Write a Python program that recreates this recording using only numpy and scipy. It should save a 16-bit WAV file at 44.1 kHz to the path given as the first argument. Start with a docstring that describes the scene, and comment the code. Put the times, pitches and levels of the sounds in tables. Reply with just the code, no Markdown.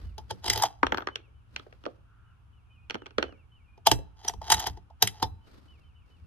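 """Bolt-action rifle on a wooden table

The bolt is lifted and drawn back, the spent case bounces on the boards, a fresh round is picked from a
plastic box, laid in the action, pushed home and locked. Birds call among the pines, over a low drone.
Blows and knocks are bursts of noise that ring the modes (natural tones) of the rifle or table; rubbing is
a stream of tiny hits or shaped noise; cases, bird calls and drone are sine waves; far notes, air and rumble
are filtered noise. The trees add a thin tail of scattered sound.
"""
import sys
import numpy as np
from scipy import signal
from scipy.fft import rfft, irfft, next_fast_len
from scipy.io import wavfile
from scipy.ndimage import uniform_filter1d

SR = 44100
rng = np.random.default_rng(int(sys.argv[2]) if len(sys.argv) > 2 else 0)


def master_out(mix):
    """Clip the mix to full scale and print it as 16-bit PCM to the path in sys.argv[1]."""
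    frames = np.transpose(np.atleast_2d(mix))
    ceiling = np.clip(frames, -1, 1)
    pcm = np.round(ceiling * 32767).astype(np.int16)
    wavfile.write(sys.argv[1], SR, pcm)


N = 276286   # length of the scene in samples
TIME = np.arange(N) / SR   # seconds
SPAN = 12000   # usual length of a ringing response, in samples
LEAD = 882   # samples (20 ms) left ahead of a hit for the contact to build up

# Natural tones of the rifle: (frequency [Hz], width [Hz], relative level [dB])
RIFLE_MODES = [(104, 11, -1), (184.4, 13, -12), (290, 6.9, -5.5), (382, 170, 0), (470, 140, -3.5),
               (680.6, 47, -0.5), (729, 85, 0.5), (874.4, 64, 6), (860, 33, -7.5), (887, 2.8, -15.5),
               (1114, 110, -7), (1440, 1100, -4.5), (1980, 210, 1.5), (2406, 23, -15.5), (2670, 7.9, -8.5),
               (3147, 290, 3), (3530, 57, 1), (3820, 190, -1), (3950, 7, -8.5), (4560, 57, -8.5),
               (5090, 190, 6.5), (6220, 220, 2.5), (5700, 16, -6), (7020, 430, -5.5), (7800, 480, -2.5),
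               (9140, 1700, -9.5), (11870, 770, -8), (12400, 380, -16)]
# Pitch ranges of the rifle, thud to crack: (low [Hz], high [Hz])
RIFLE_RANGES = [(75, 250), (250, 580), (580, 1100), (1100, 7000), (7000, 14300)]
# Natural tones of the table and what lies on it: (frequency [Hz], width [Hz], relative level [dB])
TABLE_MODES = [(278, 140, -5), (448, 290, -7), (860, 170, -1.5), (1230, 180, 2.5), (1540, 350, 1),
               (2220, 920, -11.5), (3320, 500, -9.5), (4270, 290, -14.5), (5600, 370, -10.5),
               (8180, 5400, -42.5), (11200, 2400, -45)]
# Pitch ranges of the table, board to edge: (low [Hz], high [Hz])
TABLE_RANGES = [(170, 650), (650, 2200), (2200, 5000), (5000, 12500)]


def action():
    """Each blow rings the steel; its weight drives the stock, and strong or light blows crack brightest."""
    # Metal blows as the bolt is lifted and drawn back, the round laid in, pushed home and locked:
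    # (time [s], contact build-up [ms], steel level [dB], hollow clank re steel [dB], weight re steel [dB])
    blows = [(0.1812, 0.92, -44.5, 4, -2.5), (0.31, 4.2, -35, 2, -3), (0.4426, .5, -40.5, -1.5, -4.5),
             (0.4635, 5, -32.5, -7.5, -8), (0.482, 4.7, -28, -9.5, -12), (0.5, 1.3, -19.5, -22.5, -16.5),
             (0.534, 4, -28.5, -21, -22), (0.56, 3, -32, -5, -4.5), (0.576, 1.1, -31.5, -8.5, -12),
             (0.6235, 2, -27, -1, -27), (0.636, 2, -26.5, 9.5, -16.5), (3.778, 2, -68, 11.5, 11.5),
             (3.871, 3.2, -15.5, 2.5, -15.5), (3.915, .9, -17.5, -3.5, -4.5), (3.989, 1.9, -58.5, 1.5, 15),
             (4.249, 2, -44, -0.5, -3.5), (4.2831, 3.1, -31, -5.5, -29.5), (4.296, 3, -38.5, 3.5, -8.5),
             (4.3376, 2, -52.5, 9, 2.5), (4.417, 1.5, -53, 15, -3.5), (4.5021, 1.4, -22, -2.5, -17.5),
             (4.5212, 3, -18, -2, -22.5), (4.526, 6.6, -18, -8.5, -20.5), (4.545, 8, -24.5, -7, -15),
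             (4.602, 7, -31.5, -10, -23.5), (4.671, 5.7, -29, -1.5, -10), (4.774, 2.7, -58.5, 10, 7.5),
             (4.903, 2, -73, 21, -3), (5.0248, 1.3, -14, -9, -14.5), (5.0743, 1.4, -27, -28, -26.5),
             (5.2275, 2, -26.5, 5, -3.5)]
    typical_steel_db, typical_weight_db = -28, -11
    out = np.zeros((2, N))
    thud, knock, clank, steel, crack = [body(RIFLE_MODES, *edges) for edges in RIFLE_RANGES]
    for s, rise_ms, steel_db, hollow_db, weight_db in blows:
        strength_db = steel_db - typical_steel_db
        lightness_db = typical_weight_db - weight_db
        crack_db = -7.5 + 0.094 * strength_db + 0.3 * lightness_db   # re the steel
        sound = from_db(weight_db) * strike(thud, rise_ms, 32, -16.5, 14, apart=0.92)
        sound += from_db(weight_db) * strike(knock, rise_ms, 0.8, -2.5, 13, apart=0.7)
        sound += from_db(hollow_db) * strike(clank, rise_ms, 1.0, -16, 14, apart=0.04)
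        sound += strike(steel, rise_ms, 1.7, -8, 11, apart=0.45)
        sound += from_db(crack_db) * strike(crack, rise_ms * 0.7, 2.0, -22, 24, apart=0.35)
        add(out, s - LEAD / SR, from_db(steel_db) * sound)
    return out


def slide():
    """The bolt rasps along its raceway and chatters faintly after each stroke."""
    # Bolt drawn back, round nudged, bolt pushed home, short rattle after the locking blow, handle turned down:
    # (start [s], end [s], friction level at the start [dB], at the end [dB])
    slides = [(.445, .605, -40.5, -34.5), (.62, .662, -32.5, -30.5), (4.17, 4.28, -65.5, -45.5),
              (4.425, 4.535, -51, -29), (4.565, 4.682, -36, -36.5), (5.027, 5.06, -35.5, -45.5),
              (5.11, 5.22, -60.5, -52)]
    attack_s, release_s = 0.007, 0.011
    tail_db, tail_s = -20, 0.05
    rub = strokes(slides, attack_s, release_s)
    chatter = from_db(tail_db) * strokes(slides, attack_s, tail_s)
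    friction = np.maximum(rub, chatter)
    gains_db = [-13, 1.5, -0.5, -15.5]   # knock, clank, steel, crack
    rasp = scrape(RIFLE_MODES, RIFLE_RANGES[1:], gains_db, per_s=1500, grain_db=0.5, apart=0.2)
    return friction * rasp


def spent_case():
    """The spent case bounces on the boards, with a small jiggle after each bounce, slightly to the left."""
    # Bounces: (time [s], strength [dB], hardness [dB])
    bounces = [(0.8317, -24.5, -6), (0.868, -29.5, 3.5), (0.9227, -27, -1), (0.9455, -33, -1),
               (0.974, -35, 2.5), (0.9821, -34, -1), (1.0062, -46, -2.5), (1.0222, -45, -2),
               (1.0724, -31.5, 1), (1.087, -43, -5), (1.158, -33.5, 10.5)]
    # How a bounce drives the board, hollow, tick and edge ranges:
    # (level re strength [dB], change per dB of hardness [dB/dB])
    bounce_drive = [(-3, -0.84), (3, -1), (-6, 0.72), (-19, 0.86)]
    return panned(table(bounces, bounce_drive) + rattle(bounces), 0.66)


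def plastic_box():
    """Hand and rounds knock on the plastic box and the loose brass jiggles, a little to the right."""
    # Knocks: (time [s], strength [dB], hardness [dB])
    knocks = [(1.5629, -41, 10), (1.5968, -49.5, -2), (1.666, -68, -26), (1.727, -55.5, -4),
              (1.839, -54.5, -4), (1.855, -45, -2), (1.8635, -38.5, -12), (2.8993, -42, 5), (2.908, -39, 5),
              (2.945, -37.5, -3), (2.954, -40, -5.5), (3.0202, -53, -12), (3.06, -51, 0.5),
              (3.066, -47.5, 0.5), (3.108, -58, -1.5), (3.1835, -26, -7), (3.2275, -29.5, -1.5),
              (3.24, -43.5, -11), (3.292, -60.5, -15), (3.325, -59, -13.5)]
    # How a knock drives the board, hollow, tick and edge ranges:
    # (level re strength [dB], change per dB of hardness [dB/dB])
    knock_drive = [(-1.5, -.8), (.5, -.1), (0, .8), (-14, .8)]
    return panned(table(knocks, knock_drive) + rattle(knocks), -2)


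def table(hits, drive):
    """Short dead knocks on the boards and the plastic box; hard contacts tick, soft ones thump."""
    out = np.zeros((2, N))
    board, hollow, tick, edge = [body(TABLE_MODES, *edges, size=2500) for edges in TABLE_RANGES]
    rise_ms, fall_ms = 0.65, 1.15
    for s, strength_db, hardness_db in hits:
        levels_db = [strength_db + db + slope * hardness_db for db, slope in drive]
        board_db, hollow_db, tick_db, edge_db = levels_db
        sound = from_db(board_db) * strike(board, rise_ms, fall_ms, -9.0, 14, apart=0.58)
        sound += from_db(hollow_db) * strike(hollow, rise_ms, fall_ms, -13, 11, apart=0.99)
        sound += from_db(tick_db) * strike(tick, rise_ms, fall_ms, -24.5, 23, apart=1.0)
        sound += from_db(edge_db) * strike(edge, rise_ms, fall_ms, -27.0, 14, apart=0.71)
        add(out, s - 0.0005 - LEAD / SR, sound)   # half a millisecond early: the boards peak after the touch
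    return out


def rattle(hits):
    """Loose brass, tossed by each hit, lands a moment later and jiggles to rest."""
    delay_s, rise_s, fall_s, level_db = 0.014, 0.004, 0.054, -21   # level re the hit
    landings = [(s + delay_s, db + level_db) for s, db, _ in hits]
    gains_db = [6.0, -2.5, -20.0, -19.5]   # board, hollow, tick, edge
    jiggle = scrape(TABLE_MODES, TABLE_RANGES, gains_db, per_s=490, grain_db=2.5, apart=1.0)
    return after_hits(landings, rise_s, fall_s) * jiggle


def brass():
    """A thin brass case rings with one high note when it is flicked."""
    # Rings of the cases: (time [s], pitch [Hz], relative level [dB], time to fall by 60 dB [s])
    pings = [(.5, 14300, -33, .08), (.5755, 14010, -28, .11), (.923, 13950, -48, .1),
             (.973, 14050, -48, .12), (4.2808, 5800, -13, .02), (4.2832, 5810, -5, .028),
             (4.284, 5800, -45, .15)]
    out, t = np.zeros(N), TIME[:SPAN]
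    for s, hz, db, t60 in pings:
        fade = from_db(db - 60 * t / t60)
        soft_start = 1 - np.exp(-t / 0.0004)
        add(out, s, fade * soft_start * np.sin(2 * np.pi * hz * t))
    return from_db(-9) * out


def out_of_step(x):
    """Left and right are set out of step, by an amount that varies with pitch."""
    # Phase lead of the left side over the right: (frequency [Hz], lead [radians])
    phase_lead = [(100, 1.5), (700, 0.35), (1800, 1.24), (3200, 0.91), (4600, 2), (6200, 4), (9000, 3),
                  (11000, -1.47), (12500, 1.35), (15000, -4)]
    size = next_fast_len(N + SPAN)
    turn = np.exp(1j * per_bin(phase_lead, size) * np.array([[0.5], [-0.5]]))
    return irfft(rfft(x, size) * turn, size)[:, :N]


def bird():
    """Nearly pure whistles, each a little different in pace and pitch, flutter through the branches."""
    # Calls: (time [s], basic pitch [Hz], relative level [dB])
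    calls = [(.035, 2980, -66), (.835, 3020, -62), (1.1, 3015, -54), (1.34, 3015, -72), (2.255, 2960, -71),
             (2.52, 2995, -68), (2.695, 3020, -63), (2.975, 3020, -58), (3.25, 2995, -53),
             (3.51, 3015, -59), (5.41, 3030, -67), (5.675, 2995, -58), (5.83, 3070, -64),
             (5.945, 2990, -62), (6.1, 2995, -63)]
    # Main whistle and faint after-note of each call, before small changes of pace:
    # (delay [s], pitch ratio, hold [s], downward slur [s], level re the call [dB])
    notes = [(0, 1, .041, .07, -5.5), (.124, .915, .014, .05, -12)]
    slur_to, slur_fade_db = 0.745, -9.5   # pitch ratio and fade at the bottom of the slur
    edge_s = 0.012   # soft start and end
    out, t = np.zeros(N), TIME[:round(0.2 * SR)]
    for start, hz, db in calls:
        own = t * (1 + 0.035 * rng.standard_normal())   # this call's own pace
        for delay, ratio, hold_s, slur_s, note_db in notes:
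            waver, flutter = rms_one(uniform_filter1d(rng.standard_normal((2, len(t))), size=400))
            slur = np.sin(np.pi / 2 * np.clip((own - hold_s) / slur_s, 0, 1)) ** 2   # 0 to 1
            pitch = hz * (1 + 0.003 * waver) * (ratio + (slur_to - ratio) * slur)
            phase = 2 * np.pi * np.cumsum(pitch) / SR
            time_left = hold_s + slur_s + edge_s - own
            edges = np.clip(np.minimum(own, time_left) / edge_s, 0, 1)
            level = from_db(db + note_db + slur_fade_db * slur + 2.4 * flutter)
            add(out, start + delay, edges * level * np.sin(phase))
    return out


def far_notes():
    """Other birds hold notes that distance blurs into narrow bands of noise."""
    # Held notes: (time [s], length [s], pitch [Hz], width [Hz], level before soft edges [dB])
    notes = [(2.03, .36, 1380, 300, -71), (2.64, .26, 2480, 40, -73), (3.65, .14, 2440, 30, -70)]
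    out = np.zeros(N)
    for s, length, hz, width_hz, db in notes:
        limits = [hz - width_hz / 2, hz + width_hz / 2]
        band = signal.butter(2, limits, "band", fs=SR, output="sos")
        hum = signal.sosfilt(band, rng.standard_normal(SR))
        note = rms_one(hum[-round(length * SR):])   # the end, where the filter has settled
        add(out, s, from_db(db) * signal.windows.tukey(len(note), 0.5) * note)
    return out


def trees(x, t60):
    """Trunks and needles scatter a thin, fading tail of noise-like echoes back to each side."""
    # Colour of the scattered sound: (frequency [Hz], relative level [dB])
    tree_colour = [(60, -10), (300, 10), (900, 5.5), (3000, -4.5), (6000, -9), (8000, -20.5), (15000, -25)]
    t = TIME[:2 * SPAN]
    tail = coloured(rng.standard_normal((2, len(t))), tree_colour)
    tail = tail * from_db(-60 * t / t60) * (1 - np.exp(-t / 0.004))
    echo = rms_one(tail) / np.sqrt(len(t))
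    return signal.fftconvolve(np.atleast_2d(x), echo, axes=1)[:, :N]


def sleeve():
    """A sleeve brushes the table: cloth-coloured noise whose level flutters with the folds."""
    # Brushes: (start [s], end [s], level at the start [dB], at the end [dB])
    brushes = [(0, .08, -55, -61), (.2, .4, -68.5, -61.5), (1.535, 1.58, -61, -58), (1.64, 1.9, -71, -68),
               (5.48, 5.8, -59, -68), (6.08, 6.25, -67, -73)]
    # Colour of the cloth: (frequency [Hz], relative level [dB])
    cloth = [(300, 12), (800, -0.5), (1400, 0), (2500, -8.5), (4800, -7), (7000, -20), (12000, -21.5),
             (15000, -27)]
    folds = from_db(3.3 * rms_one(uniform_filter1d(rng.standard_normal(N), size=400)))
    pressure = strokes(brushes, attack_s=0.027, release_s=0.065)
    return pressure * folds * coloured(stereo_noise(N, apart=0.94), cloth)


def rumble():
    """Low noise: a steady rumble of air, stronger when the rifle is jolted and rocks on its bag."""
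    # Jolts: (time [s], level [dB])
    jolts = [(.045, -37), (.21, -43), (.5, -37.5), (.87, -39.5), (3.2, -44.5), (3.95, -37), (4.38, -37.5),
             (4.55, -40), (4.71, -40), (5.265, -35), (6.24, -48)]
    # Colour of the rumble: (frequency [Hz], relative level [dB])
    rumble_colour = [(20, -37.5), (40, -7.5), (60, 0.5), (85, 0.5), (130, -19.5), (200, -21.5),
                     (400, -41.5), (1000, -67.5)]
    rocking = after_hits(jolts, rise_s=0.038, fall_s=0.065)
    level = np.hypot(from_db(-57.5), rocking)
    return level * coloured(stereo_noise(N, apart=0.44), rumble_colour)


def drone():
    """A far drone: one low sine wave that wavers slightly in pitch and slowly fades."""
    waver = rms_one(uniform_filter1d(rng.standard_normal(N), size=6000))
    pitch = 112.8 + 0.63 * waver   # Hz
    level = from_db(-59 - 2.2 * TIME) * np.sqrt(2)   # starts at -59 dB rms, loses 2.2 dB each second
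    return level * np.sin(2 * np.pi * np.cumsum(pitch) / SR)


def air():
    """Quiet outdoor air: steady noise with its own colour."""
    # Colour of the air: (frequency [Hz], relative level [dB])
    air_colour = [(60, -7), (130, -0.5), (200, -13.5), (400, -21.5), (600, -26.5), (800, -20.5),
                  (1350, -18), (2000, -32), (2800, -25.5), (4000, -39), (5500, -41.5), (8000, -46),
                  (11000, -42.5), (16000, -66.5)]
    return from_db(-64.5) * coloured(stereo_noise(N, apart=1.0), air_colour)


def body(modes, low, high, size=SPAN):
    """Responses to a tap, one row for each mode in a pitch range; wider modes die away sooner."""
    t = TIME[:size]
    rings = []
    for k, (hz, width, db) in enumerate(modes):
        if low <= hz < high:
            fade = width * np.exp(-np.pi * width * t)
            rings.append((-1) ** k * from_db(db) * fade * np.cos(2 * np.pi * hz * t))
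    band = signal.butter(3, [low * 0.85, high * 1.12], "band", fs=SR, output="sos")
    return signal.sosfilt(band, rings)


def strike(rings, rise_ms, fall_ms, rattle_db, rattle_ms, apart):
    """Rough faces grind into contact, part, and rattle on briefly; the energy is that of 10 ms at rms 1."""
    ms = (TIME[:9 * LEAD] - TIME[LEAD]) * 1000
    after = np.maximum(ms, 0)
    approach = np.exp(np.minimum(ms, 0) / rise_ms)
    parting = np.exp(-after / fall_ms) + from_db(rattle_db) * np.exp(-after / rattle_ms)
    force = approach * parting
    # every point of contact favours other modes
    response = from_db(2.8 * rng.standard_normal(len(rings))) @ rings
    sound = signal.fftconvolve(force * stereo_noise(len(ms), apart), response[None], axes=1)
    return rms_one(sound) * np.sqrt(SR / 100 / sound.shape[1])


def scrape(modes, ranges, gains_db, per_s, grain_db, apart):
    """A stream of tiny uneven catches that excite the modes of a body; rms 1."""
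    sizes = from_db(grain_db * np.minimum(rng.exponential(1, N), 4))
    catches = (rng.random(N) < per_s / SR) * sizes
    response = 0
    for db, edges in zip(gains_db, ranges):
        response = response + from_db(db) * rms_one(body(modes, *edges, size=6000).sum(axis=0))
    grains = catches * stereo_noise(N, apart)
    return rms_one(signal.oaconvolve(grains, response[None], axes=1)[:, :N])


def swell(start, end, attack_s, release_s):
    """Gain that rises to 1 at the start, holds, and dies away after the end."""
    rise = np.minimum(TIME - start, 0) / attack_s
    fall = np.maximum(TIME - end, 0) / release_s
    return np.exp(np.maximum(rise - fall, -30))


def strokes(rows, attack_s, release_s):
    """Gain of rubbing strokes whose level in dB changes evenly from start to end."""
    gains = []
    for start, end, start_db, end_db in rows:
        pressure = from_db(np.interp(TIME, [start, end], [start_db, end_db]))
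        gains.append(pressure * swell(start, end, attack_s, release_s))
    return np.max(gains, axis=0)


def after_hits(rows, rise_s, fall_s):
    """Gain of a motion that each hit stirs up and that then settles."""
    return np.sqrt(sum((from_db(db) * swell(s, s, rise_s, fall_s)) ** 2 for s, db in rows))


def from_db(db):
    """Turn decibels into gain."""
    return 10 ** (np.asarray(db) / 20)


def rms_one(x):
    """Scale a sound to rms 1 (rms is its average strength)."""
    return x / np.sqrt(np.mean(x ** 2) + 1e-30)


def per_bin(points, size):
    """Read a table over log frequency at each frequency step of a Fourier transform."""
    hz, value = np.transpose(points)
    bins_hz = np.arange(size // 2 + 1) * SR / size
    return np.interp(np.log(bins_hz + 1), np.log(hz), value)


def coloured(x, spectrum):
    """Make some pitches of a noise louder than others; rms 1."""
    length = x.shape[-1]
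    size = next_fast_len(length)
    shaped = irfft(rfft(x, size) * from_db(per_bin(spectrum, size)), size)
    return rms_one(shaped[..., :length])


def stereo_noise(size, apart):
    """White noise, common to both sides but for a share that differs."""
    mid, side = rng.standard_normal((2, size))
    return mid + apart * side * np.array([[1], [-1]])


def panned(x, pan_db):
    """Make the left side louder than the right by so many dB."""
    return x * from_db(pan_db * np.array([[0.5], [-0.5]]))


def add(out, s, sound):
    """Mix in a sound at a time in seconds."""
    at = max(0, round(s * SR))
    out[..., at:at + sound.shape[-1]] += sound[..., :N - at]


def scene():
    """Rifle, table and box are close; the birds are deep in the trees."""
    rifle = action() + slide()
    near = out_of_step(rifle + spent_case() + plastic_box()) + brass()
    whistles = bird() + far_notes()
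    scattered = trees(from_db(-31.5) * near + from_db(-11) * whistles, t60=0.39)
    background = sleeve() + rumble() + drone() + air()
    return near + scattered + whistles + background


def record(dry):
    """The highest peaks are rounded and the top of the treble is cut."""
    rounded = 1.1 * np.tanh(dry / 1.1)
    low_pass = signal.butter(14, 14700, fs=SR, output="sos")   # cutoff in Hz
    return signal.sosfilt(low_pass, rounded)


dry = scene()
out = record(dry)
master_out(out)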